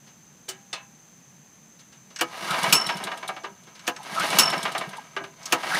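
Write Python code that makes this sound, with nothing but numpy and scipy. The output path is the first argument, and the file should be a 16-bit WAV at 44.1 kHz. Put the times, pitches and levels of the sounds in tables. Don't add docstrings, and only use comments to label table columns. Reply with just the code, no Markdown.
import sys
import numpy as np
from scipy import signal
from scipy.fft import rfft, irfft, next_fast_len
from scipy.io import wavfile

SR = 44100
rng = np.random.default_rng(int(sys.argv[2]) if len(sys.argv) > 2 else 0)


def inscribe(sig):
    pcm = np.round(np.clip(np.atleast_2d(sig).T, -1, 1) * 32767)
    wavfile.write(sys.argv[1], SR, pcm.astype(np.int16))


N = 255339
TIME = np.arange(N) / SR


# pawls catch t/s, rope runs out t/s (the third past the end of the sound),
# top speed/(turns/s), coasting speed/(turns/s), catch level/dB, whirr taking up slack level/dB,
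# whirr at top speed level/dB, swell power/1, whirr as the rewind starts level/dB
PULLS = [(2.2095, 2.724, 11.5, 7.585, -9, -53, -28, 1.6, -29),
         (3.876, 4.385, 12.84, 9.13, -11, -45, -26, 3.0, -26),
         (5.523, 5.93, 13.85, 9.5, -4.5, -36, -21, 2.2, -25)]
# loudest t/s, half length/s, f/Hz, glide/(Hz/s), level/dB
ROPE_SQUEALS = [(2.522, .045, 1400, 4798.5, -30), (4.003, .014, 884, -5500, -37.5),
                (4.206, 0.043, 1460, 6199, -27), (4.987, 0.0078, 862, 3301, -33),
                (5.738, 0.031, 1556, 4600.5, -22.5)]
# crank position/turns, level at coasting speed/dB
TICKS = [(0, -14.5), (0.62, -23.5)]
# crank position/turns, level at coasting speed/dB
PUFFS = [(0, -30.5), (1, -30.5), (1.48, -26)]
# t/s, level/dB, tilt/(dB/octave)
KNOCKS = [(2.326, -29.5, 1), (2.541, -16, 1), (2.64, -19, 1.5), (2.89, -14, 2.5), (3.0, -25.5, -7),
          (3.07, -19, 0), (3.115, -20.5, 0.5), (3.227, -22, -0.5), (3.287, -17.5, -0.5), (3.363, -25, 1.5),
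          (4.204, -17, 1), (4.318, -21, -3), (4.525, -12, -0.5), (4.652, -13, 0.5), (4.748, -15, 0),
          (4.809, -18, 0.5), (4.93, -25.5, 0), (5.631, -18, 2)]
# t/s, level/dB, tilt/(dB/octave), rise/s
CLINKS = [(2.159, -23.5, 2, .0015), (2.187, -20.5, -3, 0.0074), (3.791, -33, 0, .002),
          (3.867, -22.5, 0, 0.0016), (3.962, -25.5, -3.5, .0007), (5.428, -32, 8, 0.0021),
          (5.455, -19, 10, 0.0013)]
# t/s, level/dB, tilt/(dB/octave), rise/s
LANDINGS = [(3.44, -23.5, -0.5, 0.0044), (5.164, -18.5, 0, 0.00042), (5.204, -32, -8.5, 0.0026),
            (5.237, -29.5, 4, 0.0012)]
# t/s, level/dB, tilt/(dB/octave), rise/s
SWITCHES = [(0.487, -18.5, 12, 0.0017), (0.728, -17, -1.5, 0.0015)]
# t/s, level/dB, tilt/(dB/octave), rise/s
BRUSHES = [(.06, -43, -1, 0.012), (.479, -25.5, -2.5, 0.0054), (3.433, -29, -4.5, 0.0023),
           (1.785, -40.5, 2.5, 0.01), (1.92, -40, -1.5, 0.0051), (2.10, -39.5, -3, 0.0048),
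           (3.66, -39, -4, .015), (3.745, -37, -1, .01)]

# f/Hz, density level/dB
WHIRR_COLOUR = [(35, -61), (60, -9), (157, -3), (488, -5.5), (655, 1.5), (1110, 0), (1250, 4), (1360, -8),
                (1610, 3.5), (1720, -5), (2210, 0.5), (2450, -5.5), (2900, -5.5), (6850, -19), (9000, -29),
                (11700, -58), (19800, -120)]
# f/Hz, density level/dB
HISS_COLOUR = [(1500, -50), (3500, 1), (6000, -1.5), (7500, -10), (9500, -6.5), (12000, -12), (15500, -18)]
# f/Hz, density level/dB
CRACK_COLOUR = [(800, -15), (2900, 22), (4000, -10), (6000, 7.5), (8000, -19), (15500, -16)]
# f/Hz, density level/dB
CATCH_COLOUR = [(65, -59), (110, -3.5), (542, -3.5), (1010, -3.5), (1460, -1.5), (1660, -3.5), (2080, -11),
                (2900, -13), (3560, -12), (7670, -12.5), (9050, -25), (9830, -20.5), (15500, -26)]
# f/Hz, density level/dB
CLANK_COLOUR = [(88, -55), (150, -3.5), (471, -12.5), (1240, -7.5), (2100, -15), (2760, -2.5), (3620, -5),
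                (5330, -7), (7000, -8), (8010, -15), (15500, -13)]
# f/Hz, density level/dB
KNOCK_COLOUR = [(120, -17), (200, -11.5), (386, -4.5), (541, -6), (707, 6), (1410, -0.5), (1600, 5.5),
                (1810, 4.5), (2880, -2), (3320, -2.5), (14000, -38)]
# f/Hz, density level/dB
TICK_COLOUR = [(1000, -26), (2200, -22), (3600, 13), (5500, -1.5), (7300, -5.5), (9500, 8), (12000, -18.5),
               (15500, -39)]
# f/Hz, density level/dB
PUFF_COLOUR = [(60, -30), (110, -27), (160, 10), (230, -22), (350, 3), (700, -35), (2000, -63)]
# f/Hz, density level/dB
CLINK_COLOUR = [(600, -4.5), (1500, 10), (3000, 7), (4500, 6.5), (6300, 6), (8800, -55), (11000, -15.5),
                (15500, -38)]
# f/Hz, density level/dB
SWITCH_COLOUR = [(150, -36), (370, -3.5), (950, -8), (1900, -4.5), (2900, -6.5), (4000, 0), (6000, -0.5),
                 (9500, -10.5), (11000, -31), (15500, -25)]
# f/Hz, density level/dB
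YARD_COLOUR = [(15, -70), (25, -27.5), (102, -15.5), (146, -1), (233, -4.5), (261, -10), (399, -16.5),
               (436, -16), (713, -18.5), (762, -17), (1390, -20.5), (1700, -19.5), (5200, -27.5),
               (6760, -83), (11400, -120)]
# f/Hz, density level/dB
AIR_COLOUR = [(3000, -20), (5200, 8.5), (9000, 5.5), (15500, 3)]

# f/Hz, t60/s
CRACK_DECAY = [(1000, 0.14), (10000, 0.011)]
# f/Hz, t60/s
CATCH_DECAY = [(150, 0.19), (900, 0.14), (2800, 0.1), (8000, 0.071)]
# f/Hz, t60/s
CLANK_DECAY = [(200, 0.35), (1200, 0.44), (3000, 0.1), (8000, 0.14), (14000, 0.079)]
# f/Hz, t60/s
KNOCK_DECAY = [(300, 0.31), (1200, 0.15), (6000, 0.1)]
# f/Hz, t60/s
TICK_DECAY = [(2000, 0.098), (10000, 0.064)]
# f/Hz, t60/s
PUFF_DECAY = [(150, 0.094), (600, 0.18)]
# f/Hz, t60/s
SWITCH_DECAY = [(300, 0.092), (900, 0.26), (2500, 0.25), (5000, 0.11), (12000, 0.087)]

# f/Hz, level/dB, t60/s
FLYWHEEL = [(268, -21.5, 0.15), (333, -14.5, 0.13), (496.4, -20.5, 0.17), (713, -14, 0.12),
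            (843, -23, 0.25), (968, -14, 0.11), (1138, -21, 0.11), (1256, -19, 0.16), (1740, -17, 0.099),
            (2910, -2, 0.02), (3050, -9.5, 0.025)]
# f/Hz, level/dB, t60/s
STEEL = [(2637, -18, .14), (2682, -19, .18), (2830, -19, .12), (2964, -27, .65), (5325, -16, .22),
         (5360, -19, .5), (5408, -18, .5), (5445, -17, .2), (6340, -21, .12), (6390, -19, .16),
         (7780, -15, .1), (7835, -15, .13), (8048, -18, .11), (9955, -20, .15), (10068, -18, .15),
         (11450, -28, .1), (13280, -27, .08), (15160, -26, .08)]
# f/Hz, level/dB, t60/s
REEL = [(671.5, -24, 0.46), (757.6, -19, 0.28), (963, -31, 0.17), (1035, -16, 0.11), (1198, -13, 0.13),
        (1326, -22.5, 0.15), (1690, -41, 0.087)]
# f/Hz, level/dB, t60/s
VALVE_GEAR = [(3470, -19.5, 0.043), (3936, -14, 0.039), (5400, -19, .03), (8620, -16.5, 0.024),
              (9250, -23, 0.06), (9500, -20, 0.03)]
# f/Hz, level/dB, t60/s
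MUFFLER = [(159, 3.5, 0.077), (195, -1, 0.13)]
# f/Hz, level/dB, t60/s
PAWL = [(5450, -16, .06), (5620, -15, .04), (6370, -12, .05), (7820, -21, .06), (8150, -21, .07),
        (11450, -32, .06)]
# f/Hz, level/dB, t60/s
HOUSING = [(395, -15, 0.26), (624, -17, 0.086), (1191, -5.5, 0.085), (1305, -35, 0.089), (1518, -16, 0.2),
           (1640, -10, 0.11), (2935, -18, 0.099)]
# f/Hz, level/dB, t60/s
LEVER = [(379, -19.5, 0.22), (800, -36, 0.99), (1600, -32, 0.42), (1660, -35, 0.57), (3010, -17.5, 0.15),
         (2840, -25, 0.15), (2980, -23, 0.16)]
# f/Hz, level/dB, t60/s
PANEL = [(804, -36, .8), (1016, -40, 0.5), (1034, -29, 0.4), (1230, -23, .16), (1830, -27, .22),
         (2500, -28, 0.29), (2610, -20, 0.26), (2654, -19, 0.24), (3430, -26, 0.25), (3600, -14, 0.099),
         (4100, -22, 0.18)]
# f/Hz, width/Hz, level over the direct sound/dB
BODY = [(343.6, 8.3, -4.5), (667, 11, 0.5), (828, 15, -6.5), (953, 6.9, 7), (1014, 16, 5), (1288, 23, 5.5),
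        (1622, 13.4, 2.5), (1855, 14, -1), (2264, 10, 7), (2740, 30, 1), (2928, 36, 3), (3330, 26, -33),
        (4430, 26, -6), (9880, 96, 0), (9620, 80, -3)]
# f/Hz, width of each of two filter passes/Hz, rms level/dB
INSECTS = [(6153, 280, -58.5), (6430, 99, -63.5), (7280, 900, -67.5)]

DRAG_TURNS_PER_S2 = 8.0
LOUD_FROM_TURNS, LOUD_UNTIL_TURNS, FADE_DB_PER_TURN = -2.34, 3.4, 20.5
TAKE_UP_DB_PER_S, REWIND_DB_PER_S = 150, 35.5
TAUT_HISS_DB, SLACK_HISS_DB = -14, -17.5
RATTLE_DB, RATTLE_SPREAD_DB = 7.5, 2.5
KNOCK_RISE_S = 0.0012


def starter(whirr_db, hiss_db, chatter_db, chatter_rate_hz):
    whirr_level, hiss_level = reel_levels()
    chatter = rms_one(from_db(chatter_db * drift(chatter_rate_hz)))
    contacts = friction(per_s=1300, spread_db=1.5) * chatter
    reel = from_db(whirr_db) * whirr_level * coloured(contacts, WHIRR_COLOUR)
    rubbing = rng.standard_normal(N) * np.sqrt(chatter)
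    rope = from_db(hiss_db) * hiss_level * coloured(rubbing, HISS_COLOUR)
    return reel + rope


def reel_levels():
    whirr, hiss = np.zeros(N), np.zeros(N)
    for catch_s, end_s, _, _, _, take_up_db, top_db, swell_power, rewind_db in PULLS:
        progress = np.clip((TIME - catch_s) / (end_s - catch_s), 0, 1)
        take_up = from_db(take_up_db - TAKE_UP_DB_PER_S * abs(TIME - catch_s))
        stroke = from_db(top_db) * np.sin(np.pi / 2 * progress) ** swell_power * (TIME < end_s)
        rewind = from_db(rewind_db - REWIND_DB_PER_S * abs(TIME - end_s)) * (TIME >= end_s)
        whirr += take_up + stroke + rewind
        hiss += from_db(TAUT_HISS_DB) * (take_up + stroke) + from_db(SLACK_HISS_DB) * rewind
    return whirr, hiss


def friction(per_s, spread_db):
    contact = rng.random(N) < per_s / SR
    sign = rng.choice([-1, 1], N)
    strength = from_db(spread_db * np.clip(rng.standard_normal(N), -2, 2))
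    return contact * sign * strength


def rope_song(gain_db):
    out = np.zeros(N)
    for s, half_s, hz, glide_hz_per_s, db in ROPE_SQUEALS:
        pitch_hz = (hz + glide_hz_per_s * (TIME - s)) * (1 + .09 * drift(260))
        grip = rms_one(from_db(4.5 * drift(110)))
        level = from_db(db + gain_db) * np.exp(-((TIME - s) / half_s) ** 2)
        out += level * grip * np.sin(2 * np.pi * np.cumsum(pitch_hz) / SR)
    return out


def crank(contacts, cycle_turns, db_per_doubling):
    rows = []
    for catch_s, end_s, top, coast, *_ in PULLS:
        for position, db in contacts:
            for turn in position + cycle_turns * np.arange(-6, 7):
                if turn < 0:
                    start, acceleration = top, top / (end_s - catch_s)
                else:
                    start, acceleration = coast, -DRAG_TURNS_PER_S2
                speed_squared = start ** 2 + 2 * acceleration * turn
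                if speed_squared > 0:
                    speed = np.sqrt(speed_squared)
                    s = end_s + (speed - start) / acceleration
                    outside_turns = max(0, LOUD_FROM_TURNS - turn, turn - LOUD_UNTIL_TURNS)
                    speed_db = db_per_doubling * np.log2(speed / coast)
                    rows.append((s, db + speed_db - FADE_DB_PER_TURN * outside_turns))
    return rows


def rattle(count, lasts_s):
    whirr, _ = reel_levels()
    offsets = [lasts_s * (np.arange(count) + rng.random(count)) / count for _ in PULLS]
    s = np.concatenate([pull[0] + offset for pull, offset in zip(PULLS, offsets)])
    whirr_db = 20 * np.log10(np.interp(s, TIME, whirr) + 1e-9)
    db = whirr_db + RATTLE_DB + RATTLE_SPREAD_DB * rng.standard_normal(len(s))
    return list(zip(s, db))


def alike(rows, tilt_db, rise_s):
    return [(s, db, tilt_db, rise_s) for s, db in rows if 0 < s < TIME[-1]]


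def blows(rows, colour, decay, gain_db, bass_lag_s):
    t = np.arange(SR // 3) / SR
    edges = np.geomspace(60, 16500, 21)
    centres = np.sqrt(edges[1:] * edges[:-1])
    bank = [signal.butter(2, pair, "band", fs=SR, output="sos") for pair in zip(edges, edges[1:])]
    clouds = np.array([signal.sosfilt(sos, rng.standard_normal(N + len(t))) for sos in bank])
    fade = from_db(at_hz(colour, centres))[:, None] * 1e-3 ** (t / at_hz(decay, centres)[:, None])
    lag = bass_lag_s * 1000 / (centres + 500)
    out = np.zeros(N)
    for s, level_db, tilt_db, rise_s in rows:
        swell = 1 - np.exp(-(t / (rise_s + lag[:, None] + 1 / SR)) ** 2)
        bands = clouds[:, int(s * SR):][:, :len(t)] * fade * swell
        blow = from_db(tilt_db * np.log2(centres)) @ bands
        add(out, s, from_db(level_db + gain_db) * blow / np.std(blow[:SR // 50]))
    return out


def ring(rows, modes, gain_db, uneven_db, rise_s):
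    t, out = np.arange(SR // 2) / SR, np.zeros(N)
    hz, db, t60 = np.transpose(modes)[:, :, None]
    fade = np.exp(-np.log(1000) * t / t60) * (1 - np.exp(-(t / rise_s) ** 2))
    for s, level_db, _, _ in rows:
        strength = from_db(db + uneven_db * 2 * (rng.random(hz.shape) - .5))
        tones = strength * fade * np.sin(2 * np.pi * (hz * t + rng.random(hz.shape)))
        add(out, s, from_db(level_db + gain_db) * tones.sum(axis=0))
    return out


def body(x, low_hz):
    x = signal.sosfilt(signal.butter(5, low_hz, "high", fs=SR, output="sos"), x)
    return x + sum(from_db(db) * resonate(x, hz, width_hz) for hz, width_hz, db in BODY)


def yard_echo(x, wet_db, t60, cut_hz):
    t = np.arange(SR) / SR
    tail = rng.standard_normal(SR) * np.exp(-np.log(1000) * t / t60) * (t > .015)
    lowpass = signal.butter(2, cut_hz, fs=SR, output="sos")
    tail = signal.sosfilt(lowpass, tail / np.linalg.norm(tail))
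    return from_db(wet_db) * signal.fftconvolve(x, tail)[:N]


def yard(rumble_db, air_db):
    rumble = from_db(rumble_db) * coloured(rng.standard_normal(N), YARD_COLOUR)
    air = from_db(air_db) * coloured(rng.standard_normal(N), AIR_COLOUR)
    insects = np.zeros(N)
    for hz, width_hz, db in INSECTS:
        trill = resonate(resonate(rng.standard_normal(N), hz, width_hz), hz, width_hz)
        insects += from_db(db) * rms_one(trill)
    return rumble + air + insects


def from_db(db):
    return 10 ** (np.asarray(db) / 20)


def rms_one(x):
    return x / np.sqrt(np.mean(x ** 2) + 1e-20)


def at_hz(points, hz):
    known_hz, values = np.transpose(points)
    return np.interp(np.log(np.maximum(hz, 1)), np.log(known_hz), values)


def coloured(x, colour):
    size = next_fast_len(N)
    gain = from_db(at_hz(colour, np.fft.rfftfreq(size, 1 / SR)))
    return rms_one(irfft(rfft(x, size) * gain, size)[:N])


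def drift(rate_hz):
    r = np.exp(-2 * np.pi * rate_hz / SR)
    noise = rng.standard_normal(N + SR)
    return rms_one(signal.lfilter([1], [1, -2 * r, r * r], noise)[SR:])


def resonate(x, hz, width_hz):
    r = np.exp(-np.pi * width_hz / SR)
    feed = np.array([1, 0, -1]) * (1 - r * r) / 2
    return signal.lfilter(feed, [1, -2 * r * np.cos(2 * np.pi * hz / SR), r * r], x + 1e-18)


def add(out, s, sound):
    start = int(s * SR)
    out[start:start + len(sound)] += sound[:N - start]


def scene():
    turning = starter(whirr_db=-2.5, hiss_db=5.0, chatter_db=1.5, chatter_rate_hz=28) + rope_song(gain_db=1.5)
    catches = alike([(pull[0], pull[4]) for pull in PULLS], tilt_db=1.77, rise_s=0.00038)
    clanks = alike([(pull[1], 0) for pull in PULLS], tilt_db=1.5, rise_s=0.0016)
    knocks = [(*knock, KNOCK_RISE_S) for knock in KNOCKS]
    knocks += alike(rattle(count=20, lasts_s=1.0), tilt_db=0.0, rise_s=KNOCK_RISE_S)
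    ticks = alike(crank(TICKS, cycle_turns=0.99, db_per_doubling=3), tilt_db=5.0, rise_s=0.0021)
    puffs = alike(crank(PUFFS, cycle_turns=2, db_per_doubling=5.5), tilt_db=6, rise_s=.0065)
    contacts = (blows(catches, CRACK_COLOUR, CRACK_DECAY, gain_db=-19, bass_lag_s=0)
                + blows(catches, CATCH_COLOUR, CATCH_DECAY, gain_db=-15.5, bass_lag_s=0.0045)
                + blows(clanks, CLANK_COLOUR, CLANK_DECAY, gain_db=-13.5, bass_lag_s=0.00061)
                + blows(knocks, KNOCK_COLOUR, KNOCK_DECAY, gain_db=-15.0, bass_lag_s=0.0011)
                + blows(ticks, TICK_COLOUR, TICK_DECAY, gain_db=-19, bass_lag_s=0.00084)
                + blows(CLINKS, CLINK_COLOUR, TICK_DECAY, gain_db=-16, bass_lag_s=0.0035)
                + blows(LANDINGS, KNOCK_COLOUR, KNOCK_DECAY, gain_db=-13.0, bass_lag_s=0.00081)
                + blows(SWITCHES, SWITCH_COLOUR, SWITCH_DECAY, gain_db=-14.5, bass_lag_s=0.00063)
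                + blows(BRUSHES, SWITCH_COLOUR, SWITCH_DECAY, gain_db=-14.0, bass_lag_s=0.00081))
    puffing = blows(puffs, PUFF_COLOUR, PUFF_DECAY, gain_db=-19.5, bass_lag_s=0.00061)
    flutter = rms_one(1 + .55 * drift(90))
    rings = (ring(catches, FLYWHEEL, gain_db=0.5, uneven_db=3.5, rise_s=0.0068)
             + ring(clanks, STEEL, gain_db=-1.5, uneven_db=.5, rise_s=.008) * flutter
             + ring(knocks, REEL, gain_db=-0.5, uneven_db=4, rise_s=0.0048)
             + ring(ticks, VALVE_GEAR, gain_db=-2, uneven_db=5, rise_s=0.0013)
             + ring(puffs, MUFFLER, gain_db=0.5, uneven_db=1.5, rise_s=0.0096)
             + ring(CLINKS, PAWL, gain_db=0, uneven_db=2, rise_s=0.0016)
             + ring(LANDINGS, HOUSING, gain_db=1, uneven_db=2, rise_s=0.0031)
             + ring(SWITCHES[:1], LEVER, gain_db=0, uneven_db=1.0, rise_s=0.0043)
             + ring(SWITCHES[1:], PANEL, gain_db=-0.5, uneven_db=2, rise_s=0.0031))
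    machine = body(contacts + puffing + turning, low_hz=133) + rings
    echo = yard_echo(machine, wet_db=-30.5, t60=0.1, cut_hz=3300)
    return machine + echo + yard(rumble_db=-56.0, air_db=-65.0)


def record(dry):
    top_cut = signal.ellip(10, .1, 80, 15450, fs=SR, output="sos")
    return signal.sosfilt(top_cut, dry)[None]


dry = scene()
out = record(dry)
inscribe(out)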